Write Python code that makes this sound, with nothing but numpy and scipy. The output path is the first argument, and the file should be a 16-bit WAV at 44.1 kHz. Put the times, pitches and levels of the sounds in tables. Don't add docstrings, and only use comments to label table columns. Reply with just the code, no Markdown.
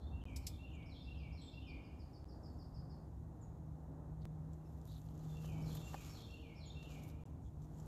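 import sys
import numpy as np
from scipy import signal
from scipy.fft import rfft, irfft, next_fast_len
from scipy.io import wavfile
from scipy.ndimage import uniform_filter1d, map_coordinates

SR = 44100
rng = np.random.default_rng(int(sys.argv[2]) if len(sys.argv) > 2 else 0)


def pcm_store(signal):
    levels = np.round(np.clip(np.atleast_2d(signal), -1, 1) * 32767)
    wavfile.write(sys.argv[1], SR, levels.astype(np.int16).T)


def volts_from_db(level):
    exponent = np.asarray(level, float) / 20
    return 10 ** exponent


N = 347061

# start_s, swoop_db, high_db, held_db, fall_db
SONG_PHRASES = [(-.085, -79.5, -70, -67, -66), (.385, -72, -64.5, -62, -66), (.853, -67, -62.5, -62.5, -66),
                (1.321, -66.5, -61, -62, -64.5), (5.142, -85, -75, -68, -66.5),
                (5.613, -65, -62.5, -64.5, -69), (6.083, -64.5, -64.5, -62.5, -66.5),
                (6.550, -65, -63, -61, -68)]
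# after_start_s, pitch_hz, level_db
HOOK_NOTE = [(0, 4400, -8), (.011, 5400, -6), (.018, 5460, -4), (.032, 5430, -8)]
STROKE_NOTES = [
    [(.022, 5150, -8), (.036, 4850, -8)],
    [(.038, 4750, -7), (.058, 4250, -2), (.078, 3880, -1.5)],
    [(.072, 4520, -4), (.084, 4230, -2), (.098, 3800, -3)],
    [(.085, 3650, -4), (.094, 3320, -2), (.112, 3100, -4)],
    [(.096, 3780, -2), (.106, 3540, 1), (.126, 3200, -4)],
]
HIGH_NOTE = [(.15, 3620, -3), (.159, 3610, 2), (.17, 3560, -3), (.184, 3520, -13)]
HELD_NOTE = [(.196, 2670, -18), (.222, 2722, -2), (.24, 2738, -6), (.265, 2748, 2), (.28, 2750, -2)]
FLICK_NOTES = [
    [(.298, 3300, -4), (.306, 3050, 0), (.316, 2850, -3)],
    [(.316, 3250, -5), (.326, 2980, -2), (.338, 2800, -5)],
]
FALL_NOTE = [(.342, 2570, -3), (.354, 2480, 3.5), (.385, 2345, 0), (.415, 2265, -1.5), (.44, 2225, -4.5),
             (.46, 2195, -12)]
OVERTONE_DB = -32
SWOOP_FLUTTER_DB, SWOOP_ECHO_DB, SWOOP_TAIL_DB, SWOOP_RING = 3, -4, 3, 1
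SONG_FLUTTER_DB, SONG_ECHO_DB, SONG_TAIL_DB, SONG_RING = 3.6, -5, -4.5, 1
FLICK_DB, FALL_DB, FALL_FLUTTER_DB = -5.5, -7.3, 3.5

# delay_s, level_db
TRUNK_ECHOES = [(.009, -11), (.03, -11), (.062, -10), (.09, -10), (.14, -8)]
# freq_hz, t60_s
WOODS_DECAY = [(2200, .8), (2750, 1.1), (3600, .98), (5000, 1.05), (9000, 0.36)]
SWAY_S, LEAF_RATE_HZ = .00005, 260

# freq_hz, density_db_per_hz
ROAD_SPECTRUM = [(12, -55), (20, -31), (35, -11), (50, -3), (66, -1.5), (164, -8.5), (191, -14),
                 (261, -15.5), (318, -18.5), (442, -26), (800, -26.5), (1940, -49.5), (2100, -65.5),
                 (2730, -86), (4620, -120)]
# time_s, level_db
WASH_LEVEL = [(0, -62), (.1, -58.5), (.45, -61), (.9, -60.5), (2, -61), (2.7, -60.5), (3.05, -61.5),
              (3.15, -62.5), (3.35, -61), (3.9, -59.5), (4.8, -61), (5.4, -59), (5.6, -56), (5.8, -56.5),
              (5.95, -60.5), (6.4, -61.5), (7.35, -60), (7.47, -64), (7.87, -60.5)]
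# freq_hz, width_hz, level_db
ENGINE_TONES = [(69.54, 16, -57), (109.7, 5.4, -63.5), (263.4, 7, -68.5), (312.7, 8, -71.5)]
WASH_DB, RUMBLE_DB, RUMBLE_GROWS = .9, -54, .8
LORRY_DB, LORRY_T60_S, LORRY_HZ, LORRY_WIDTH_HZ = -45, 4.5, 69, 22

# time_s, pitch_hz, level_db, third_multiple_db
HUM_TRACK = [(0, 158.5, -62, -78), (1.3, 158, -60, -76), (2.5, 157.8, -66, -78), (2.85, 157.4, -57, -78),
             (3.4, 156.8, -57, -71), (3.6, 156, -54, -78), (4.25, 155.3, -49.5, -71),
             (4.8, 155.4, -56, -78), (5.1, 155.5, -52, -74), (5.65, 155.4, -44, -65),
             (6.14, 154.8, -60, -76), (6.42, 153.8, -61, -62), (6.6, 153, -57, -73),
             (7.15, 152.7, -53, -71), (7.45, 152.8, -63, -78), (7.69, 152.6, -50, -73),
             (7.87, 152.8, -54, -73)]
# freq_hz, density_db_per_hz
AIR_SPECTRUM = [(1180, -29), (2000, -1), (2440, -7), (2610, -5), (2910, -8), (3970, -5), (4550, -10),
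                (6920, -3), (7530, -7), (9910, -9), (11500, -13), (12800, -7.5), (14300, -11), (15500, -19)]
AIR_DB = -85.5

# start_s, length_s, centre_hz, width_hz, level_db
CLOTH_BRUSHES = [(0, .07, 4100, 600, -82), (.26, .1, 6500, 4000, -83), (.725, .05, 6850, 500, -80),
                 (.824, .012, 3100, 900, -68), (2.32, .36, 6950, 1500, -91), (2.3, .55, 12500, 4000, -94),
                 (4.208, .028, 4200, 1800, -75.5), (4.868, .135, 3800, 900, -70.5),
                 (4.9, .06, 4500, 600, -76), (4.86, .12, 6500, 2000, -80), (7.44, .06, 3400, 450, -84),
                 (7.41, .09, 6700, 2000, -82), (7.615, .05, 6300, 2500, -81), (7.72, .14, 6800, 2200, -80),
                 (7.855, .014, 9000, 9000, -73)]
# freq_hz, density_db_per_hz
CLOTH_SPECTRUM = [(710, -26), (1200, 0.5), (1300, -4), (1540, -9.5), (1940, -11.5), (2260, -12.5),
                  (3390, -8), (5300, -10), (7180, -4.5), (8830, -22.5), (13000, -13), (14400, -23.5)]
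# start_s, peak_db, centre_hz
LEAF_SNAPS = [(7.259, -57, 9000), (5.456, -51, 7000), (5.885, -53, 2000), (5.368, -50, 3900),
              (4.5328, -52, 7640), (5.4455, -50, 2990), (5.5194, -54, 7200), (5.7513, -37, 12500),
              (5.7694, -43, 3570), (6.828, -45, 2750), (7.0983, -51, 2750), (7.6196, -57, 6330),
              (7.799, -47, 7240)]
SNAP_T60_S = .055
# start_s, peak_db, centre_hz, t60_s
HOUSING_KNOCKS = [
    (5.445, -49.5, 650, .03),
    (5.61, -57, 900, .03),
    (5.752, -49, 600, .03),
    (5.934, -47, 1100, .03),
    (5.9432, -36, 780, .035),
]
NEAR_TOP_HZ = 14300

# start_s, length_s, from_hz, to_hz, level_db
THIN_CALLS = [(.012, .053, 3560, 3490, -80), (3.412, .035, 7450, 6450, -74), (5.28, .085, 3560, 3450, -79),
              (5.715, .04, 7300, 7150, -77), (5.752, .03, 6750, 6650, -72), (4.26, .022, 3580, 3530, -92),
              (4.6, .02, 2720, 2760, -91), (4.65, .03, 2640, 2630, -91), (4.655, .03, 5400, 5230, -86),
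              (6.656, .03, 7300, 6600, -68)]
# length_share, top_pitch_share, level_db
ARCH_SHAPE = [(0, .96, -2), (.32, 1.001, 0), (.62, .966, 1.5), (1, .928, -1.5)]
# start_s, length_s, top_hz, level_db
ARCHED_CALLS = [
    (1.413, .079, 7920, -75),
    (5.822, .081, 7500, -72),
]
# after_start_s, pitch_hz, level_db
CHIP_NOTE = [(0, 5750, 0), (.006, 5350, 2.5), (.016, 4950, 3.5), (.03, 4680, 1), (.042, 4330, -3)]
# start_s, level_db
CHIP_TIMES = [(1.018, -78), (1.172, -80), (1.512, -80), (1.668, -74), (1.833, -79), (1.988, -77.5),
              (2.129, -74), (2.284, -75), (2.431, -73.5), (2.583, -74), (2.739, -74.5), (2.893, -75.5)]

# start_s, level_db, t60_s, hiss_db, hiss_t60_s
CLASP_CLICKS = [
    (.360, -52, 0.046, -26, 0.6),
    (0.466, -47.5, 0.052, -28, 0.45),
]
# freq_hz, level_db, t60_s
CLASP_MODES = [(3278, -59, 1.2), (4350, -27, 0.23), (5170, -19, 0.14), (5460, 3.5, 0.019),
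               (6557, -26, 0.088), (7897, -16, 0.089), (8600, -28, 0.11), (9900, -28, 0.078),
               (12060, -30, 0.11), (12320, -19, 0.017), (12700, -27, 0.08), (14060, -19, 0.13)]
# freq_hz, density_db_per_hz
CHATTER_SPECTRUM = [(880, -71), (1500, -37), (2190, -16.5), (3420, -16.5), (5040, -4.5), (6260, -12),
                    (7640, -6.5), (8320, -18), (8800, -12.5), (14400, -15)]

# peak_s, peak_db, rise_20db_s, fall_20db_s, brightness_db
LEAF_MOVES = [(4.53, -90, .025, .2, 7), (4.74, -85, .25, .25, 9), (4.87, -76, .03, .4, 12),
              (5, -84, .2, .1, 8), (5.33, -80, .35, .3, 2.5), (5.46, -71, .1, .1, 6),
              (5.76, -66, .13, .08, 11), (5.72, -75, .3, .9, 5), (6.07, -70.5, .9, .36, 1.5),
              (6.83, -76, .015, .03, 12), (6.94, -77, .25, .25, 1.5), (7.04, -71, .03, .045, 11),
              (7.09, -71, .06, .04, 12), (7.28, -89, .15, .1, 6), (7.63, -89, .04, .3, 5),
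              (7.82, -83, .3, .6, 5)]
# start_s, peak_db, centre_hz
TWIG_TICKS = [(4.8145, -58, 7000), (4.8534, -55, 12800), (4.8758, -57, 13000), (4.9512, -59, 7500),
              (5.0171, -56, 6500), (5.087, -60, 3000), (5.1767, -60, 6440), (5.192, -62, 7000),
              (5.2475, -60, 7010), (5.4226, -58, 5000), (5.6057, -60, 2200), (5.6806, -52, 6000),
              (5.9432, -54, 5000), (6.0467, -52, 6200), (6.3091, -59, 6200), (6.9197, -52, 4500),
              (6.997, -60, 4000), (7.036, -54, 7000)]
TICK_T60_S, TICK_AFTER_DB, TICK_AFTER_T60_S, TICK_BROAD = .014, -12, .04, .5

# from_s, to_s, pressure_before, pressure_after
LOST_SOUND = [
    (.23903, .25429, -.0042, -.0043),
    (2.24435, 2.25429, -.0027, -.0008),
    (4.24960, 4.25429, -.002, -.0098),
    (7.23635, 7.25429, -.0017, .0008),
]


def unit(x):
    return x / np.sqrt(np.mean(x ** 2) + 1e-20)


def along(points, hz):
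    f, v = np.transpose(points)
    return np.interp(np.log(hz + 1), np.log(f + 1), v)


def curves(rows):
    s, *cols = np.transpose(rows)
    return [np.interp(np.arange(N) / SR, s, c) for c in cols]


def wobble(rate_hz):
    coarse = np.arange(0, N + 16, 16)
    knots = rng.standard_normal(int(N * rate_hz / SR) + 4)
    return np.interp(np.arange(N), coarse, map_coordinates(knots, [coarse * rate_hz / SR]))


def filtered(x, response):
    m = next_fast_len(len(x) + 8192)
    return irfft(rfft(x, m) * response(np.fft.rfftfreq(m, 1 / SR)), m)[:len(x)]


def noise(count, response):
    return filtered(rng.standard_normal(count), response)


def spectrum(points):
    return lambda f: volts_from_db(along(points, f))


def hump(centre_hz, width_hz):
    return lambda f: 1j * f * width_hz / (centre_hz ** 2 - f * f + 1j * f * width_hz)


def new_track():
    return np.zeros(N + SR)


def add(track, s, sound):
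    at = round((s + .5) * SR)
    track[at:at + len(sound)] += sound


def trimmed(track):
    return track[SR // 2:][:N]


def whistle(note, overtone_db, flutter_db):
    s, hz, db = np.transpose(note)
    t = np.arange(s[0], s[-1], 1 / SR)
    ends = np.clip(np.minimum(t - s[0], s[-1] - t) / .004, 0, 1)
    rows = np.repeat([[0], [1]], len(t), axis=1)
    gust = map_coordinates(rng.standard_normal((2, 40)), [rows, [(t - s[0]) * 140] * 2])
    glide_hz = uniform_filter1d(np.interp(t, s, hz), size=200)
    phase = 2 * np.pi * np.cumsum(glide_hz * (1 + .004 * gust[0])) / SR
    level = volts_from_db(np.interp(t, s, db) + flutter_db * gust[1])
    return np.sqrt(2) * ends * level * (np.sin(phase) + volts_from_db(overtone_db) * np.sin(2 * phase))


def woods(sound, echo_db, tail_db, ring, swell_s):
    hz, t, z = signal.stft(rng.standard_normal(SR // 2 + 8000), SR, nperseg=256)
    decay = volts_from_db(-60 * t / (ring * along(WOODS_DECAY, hz)[:, None]))
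    tail = signal.istft(z * decay * (1 - np.exp(-t / swell_s)), SR, nperseg=256)[1]
    answer = volts_from_db(tail_db) * tail / np.linalg.norm(tail)
    for s, db in TRUNK_ECHOES:
        answer[round((s + rng.normal(0, .0004)) * SR)] += volts_from_db(db + echo_db)
    k = np.arange(len(sound))
    flicker = map_coordinates(rng.standard_normal(500), [k * LEAF_RATE_HZ / SR])
    swayed = np.interp(k + SWAY_S * SR * flicker, k, sound)
    heard = signal.fftconvolve(swayed, answer)
    heard[:len(sound)] += sound
    return heard


def songbird():
    track = new_track()
    for start, swoop_db, high_db, held_db, fall_db in SONG_PHRASES:
        away, facing = np.zeros((2, SR))
        away_notes = [(note, swoop_db - 4.5, SWOOP_FLUTTER_DB) for note in [HOOK_NOTE, *STROKE_NOTES]]
        away_notes += [(note, fall_db + FLICK_DB, SWOOP_FLUTTER_DB) for note in FLICK_NOTES]
        away_notes += [(FALL_NOTE, fall_db + FALL_DB, FALL_FLUTTER_DB)]
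        for note, db, flutter_db in away_notes:
            add(away, note[0][0], volts_from_db(db) * whistle(note, OVERTONE_DB, flutter_db))
        for note, db in [(HIGH_NOTE, high_db), (HELD_NOTE, held_db)]:
            add(facing, note[0][0], volts_from_db(db - 3) * whistle(note, OVERTONE_DB, SONG_FLUTTER_DB))
        away, facing = away[SR // 2:], facing[SR // 2:]
        add(track, start, woods(away, SWOOP_ECHO_DB, SWOOP_TAIL_DB, SWOOP_RING, swell_s=.004))
        add(track, start, woods(facing, SONG_ECHO_DB, SONG_TAIL_DB, SONG_RING, swell_s=.012))
    return trimmed(track)


def traffic():
    wash_db, = curves(WASH_LEVEL)
    rumble_db = RUMBLE_DB + RUMBLE_GROWS * (wash_db - wash_db.mean())
    road = spectrum(ROAD_SPECTRUM)
    split = lambda f: 1 / (1 + (f / 190) ** 6)
    rumble = unit(noise(N, lambda f: road(f) * np.sqrt(split(f))))
    wash = unit(noise(N, lambda f: road(f) * np.sqrt(1 - split(f))))
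    tones = np.zeros(N)
    for hz, width_hz, db in ENGINE_TONES:
        tones += volts_from_db(db) * unit(noise(N, lambda f: hump(hz, width_hz)(f) ** 2))
    t = np.arange(2 * SR) / SR
    lorry = unit(noise(len(t), lambda f: hump(LORRY_HZ, LORRY_WIDTH_HZ)(f) ** 2))
    tones[:len(t)] += volts_from_db(LORRY_DB - 60 * t / LORRY_T60_S) * lorry
    rumble *= volts_from_db(rumble_db + 2.4 * wobble(7.8))
    wash *= volts_from_db(wash_db + WASH_DB + 1.2 * wobble(5))
    return rumble + wash + tones


def hum():
    hz, db, third_db = curves(HUM_TRACK)
    phase = 2 * np.pi * np.cumsum(hz + 1.6 * wobble(12)) / SR
    first = volts_from_db(db - .8 + 1.7 * wobble(14)) * np.sin(phase)
    third = volts_from_db(third_db - 4 + 2.4 * wobble(9)) * np.sin(3 * phase)
    return np.sqrt(2) * (first + third)


def air():
    hiss = unit(noise(N, spectrum(AIR_SPECTRUM)))
    return volts_from_db(AIR_DB + 1.1 + 0.17 * wobble(9)) * hiss


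def cloth_brushes():
    track = new_track()
    for s, length, hz, width_hz, db in CLOTH_BRUSHES:
        stroke = np.linspace(0, 1, round(length * SR))
        band = noise(len(stroke), lambda f: hump(hz, width_hz)(f) ** 2)
        rough_db = 3 * uniform_filter1d(rng.standard_normal(len(band)), size=100) * 10
        add(track, s, volts_from_db(db) * unit(band * volts_from_db(rough_db)) * np.sin(np.pi * stroke) ** 0.81)
    return trimmed(track)


def far_birds():
    track = new_track()
    for s, db in CHIP_TIMES:
        scatter = [rng.normal(.92, 0.035), rng.normal(.99, 0.008), 1]
        chip = whistle(np.multiply(CHIP_NOTE, scatter), overtone_db=-42, flutter_db=1.6)
        add(track, s, volts_from_db(db - 3) * woods(chip, echo_db=-10, tail_db=2, ring=0.43, swell_s=0.0016))
    calls = [[(s, a, db), (s + length, b, db)] for s, length, a, b, db in THIN_CALLS]
    calls += [np.multiply(ARCH_SHAPE, [length, hz, 1]) + [s, 0, db] for s, length, hz, db in ARCHED_CALLS]
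    for note in calls:
        call = whistle(note, overtone_db=-37, flutter_db=2.0)
        add(track, note[0][0], woods(call, echo_db=-22, tail_db=-5.5, ring=0.52, swell_s=.01))
    return trimmed(track)


def clasp():
    track, t = new_track(), np.arange(SR // 3) / SR
    for s, db, t60, hiss_db, hiss_t60 in CLASP_CLICKS:
        slips = 1 + 1.9 * np.sin(np.pi * 750 * t + 1.6 * np.sin(2 * np.pi * 90 * t)) ** 8
        decay = volts_from_db(-60 * t / t60) + volts_from_db(hiss_db - 60 * t / hiss_t60)
        shape = (1 - np.exp(-t / 0.0019)) ** 2 * decay
        chatter = unit(filtered(rng.standard_normal(len(t)) * slips, spectrum(CHATTER_SPECTRUM)))
        ring = np.zeros(len(t))
        for hz, level, life in CLASP_MODES:
            ring += volts_from_db(level + rng.normal(0, 2) - 60 * t / min(life, .12)) * np.sin(2 * np.pi * hz * t)
        add(track, s, volts_from_db(db + 10) * (shape * chatter + ring * (1 - np.exp(-t / .004))))
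    return trimmed(track)


def rustle():
    t, loud, soft = np.arange(N) / SR, np.zeros(N), np.zeros(N)
    for s, db, rise, fall, bright_db in LEAF_MOVES:
        stroke = volts_from_db(db - 20 * np.maximum((s - t) / rise, (t - s) / fall))
        loud = np.hypot(loud, stroke)
        soft = np.hypot(soft, volts_from_db(-bright_db) * stroke)
    clumps_db = 1.1 * wobble(60) + 1.6 * wobble(400) + .6 * wobble(14)
    grains = rng.standard_normal(N) * volts_from_db(clumps_db)
    ticks = (rng.random(N) < 50 / SR) * rng.exponential(3.5, N)
    full = filtered(grains + ticks, spectrum(CLOTH_SPECTRUM))
    bright = filtered(full, lambda f: (f > 8200) * 1.)
    return (loud * bright + soft * (full - bright)) * volts_from_db(.8) / np.std(bright)


def leaf_snaps():
    track, t = new_track(), np.arange(SR // 6) / SR
    for s, db, hz in LEAF_SNAPS:
        decay = volts_from_db(-60 * t / .006) + volts_from_db(-4 - 60 * t / SNAP_T60_S)
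        crack = rng.standard_normal(len(t)) * decay * (1 - np.exp(-t / 0.00038))
        crack = filtered(crack, lambda f: volts_from_db(along(CLOTH_SPECTRUM, f)) * (0.14 + abs(hump(hz, 2500)(f))))
        add(track, s, volts_from_db(db - 8.5) * crack / np.max(abs(crack)))
    return trimmed(track)


def twigs():
    track, t = new_track(), np.arange(SR // 20) / SR
    for s, db, hz in TWIG_TICKS:
        decay = volts_from_db(-60 * t / TICK_T60_S) + volts_from_db(TICK_AFTER_DB - 60 * t / TICK_AFTER_T60_S)
        colour = lambda f: volts_from_db(.7 * along(CLOTH_SPECTRUM, f)) * (TICK_BROAD + abs(hump(hz, 2500)(f)))
        crack = filtered(rng.standard_normal(len(t)) * decay, lambda f: colour(f) * (f > 2200))
        add(track, s, volts_from_db(db - 2.5) * crack / np.max(abs(crack)))
    return trimmed(track)


def housing_knocks():
    track, t = new_track(), np.arange(SR // 6) / SR
    for s, db, hz, t60 in HOUSING_KNOCKS:
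        push = rng.standard_normal(len(t)) * volts_from_db(-60 * t / t60) * .35
        push[0] = 4
        body = lambda f: hump(hz, 380)(f) + .25 * hump(1700, 1200)(f)
        knock = filtered(push, lambda f: body(f) / (1 + 1j * f / 2100) ** 4)
        add(track, s, volts_from_db(db) * knock / np.max(abs(knock)))
    return trimmed(track)


def scene():
    near = cloth_brushes() + clasp() + rustle() + leaf_snaps() + twigs() + housing_knocks()
    near = filtered(near, lambda f: f < NEAR_TOP_HZ)
    return (songbird() + traffic() + hum() + air() + far_birds() + near)[None]


def top_cut(x):
    return signal.sosfilt(signal.butter(12, 15610, fs=SR, output="sos"), x)


def record(dry):
    x, k = dry[0].copy(), np.arange(N)
    for from_s, to_s, before, after in LOST_SOUND:
        a, b = round(from_s * SR), round(to_s * SR)
        x += (before - x[a - 1]) * np.exp(-((k - a) / 90) ** 2) * (k < a)
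        x += (after - x[b]) * np.exp(-((k - b) / 90) ** 2) * (k >= b)
        x[a:b] *= volts_from_db(-70)
    return top_cut(x[None])


dry = scene()
out = record(dry)
pcm_store(out)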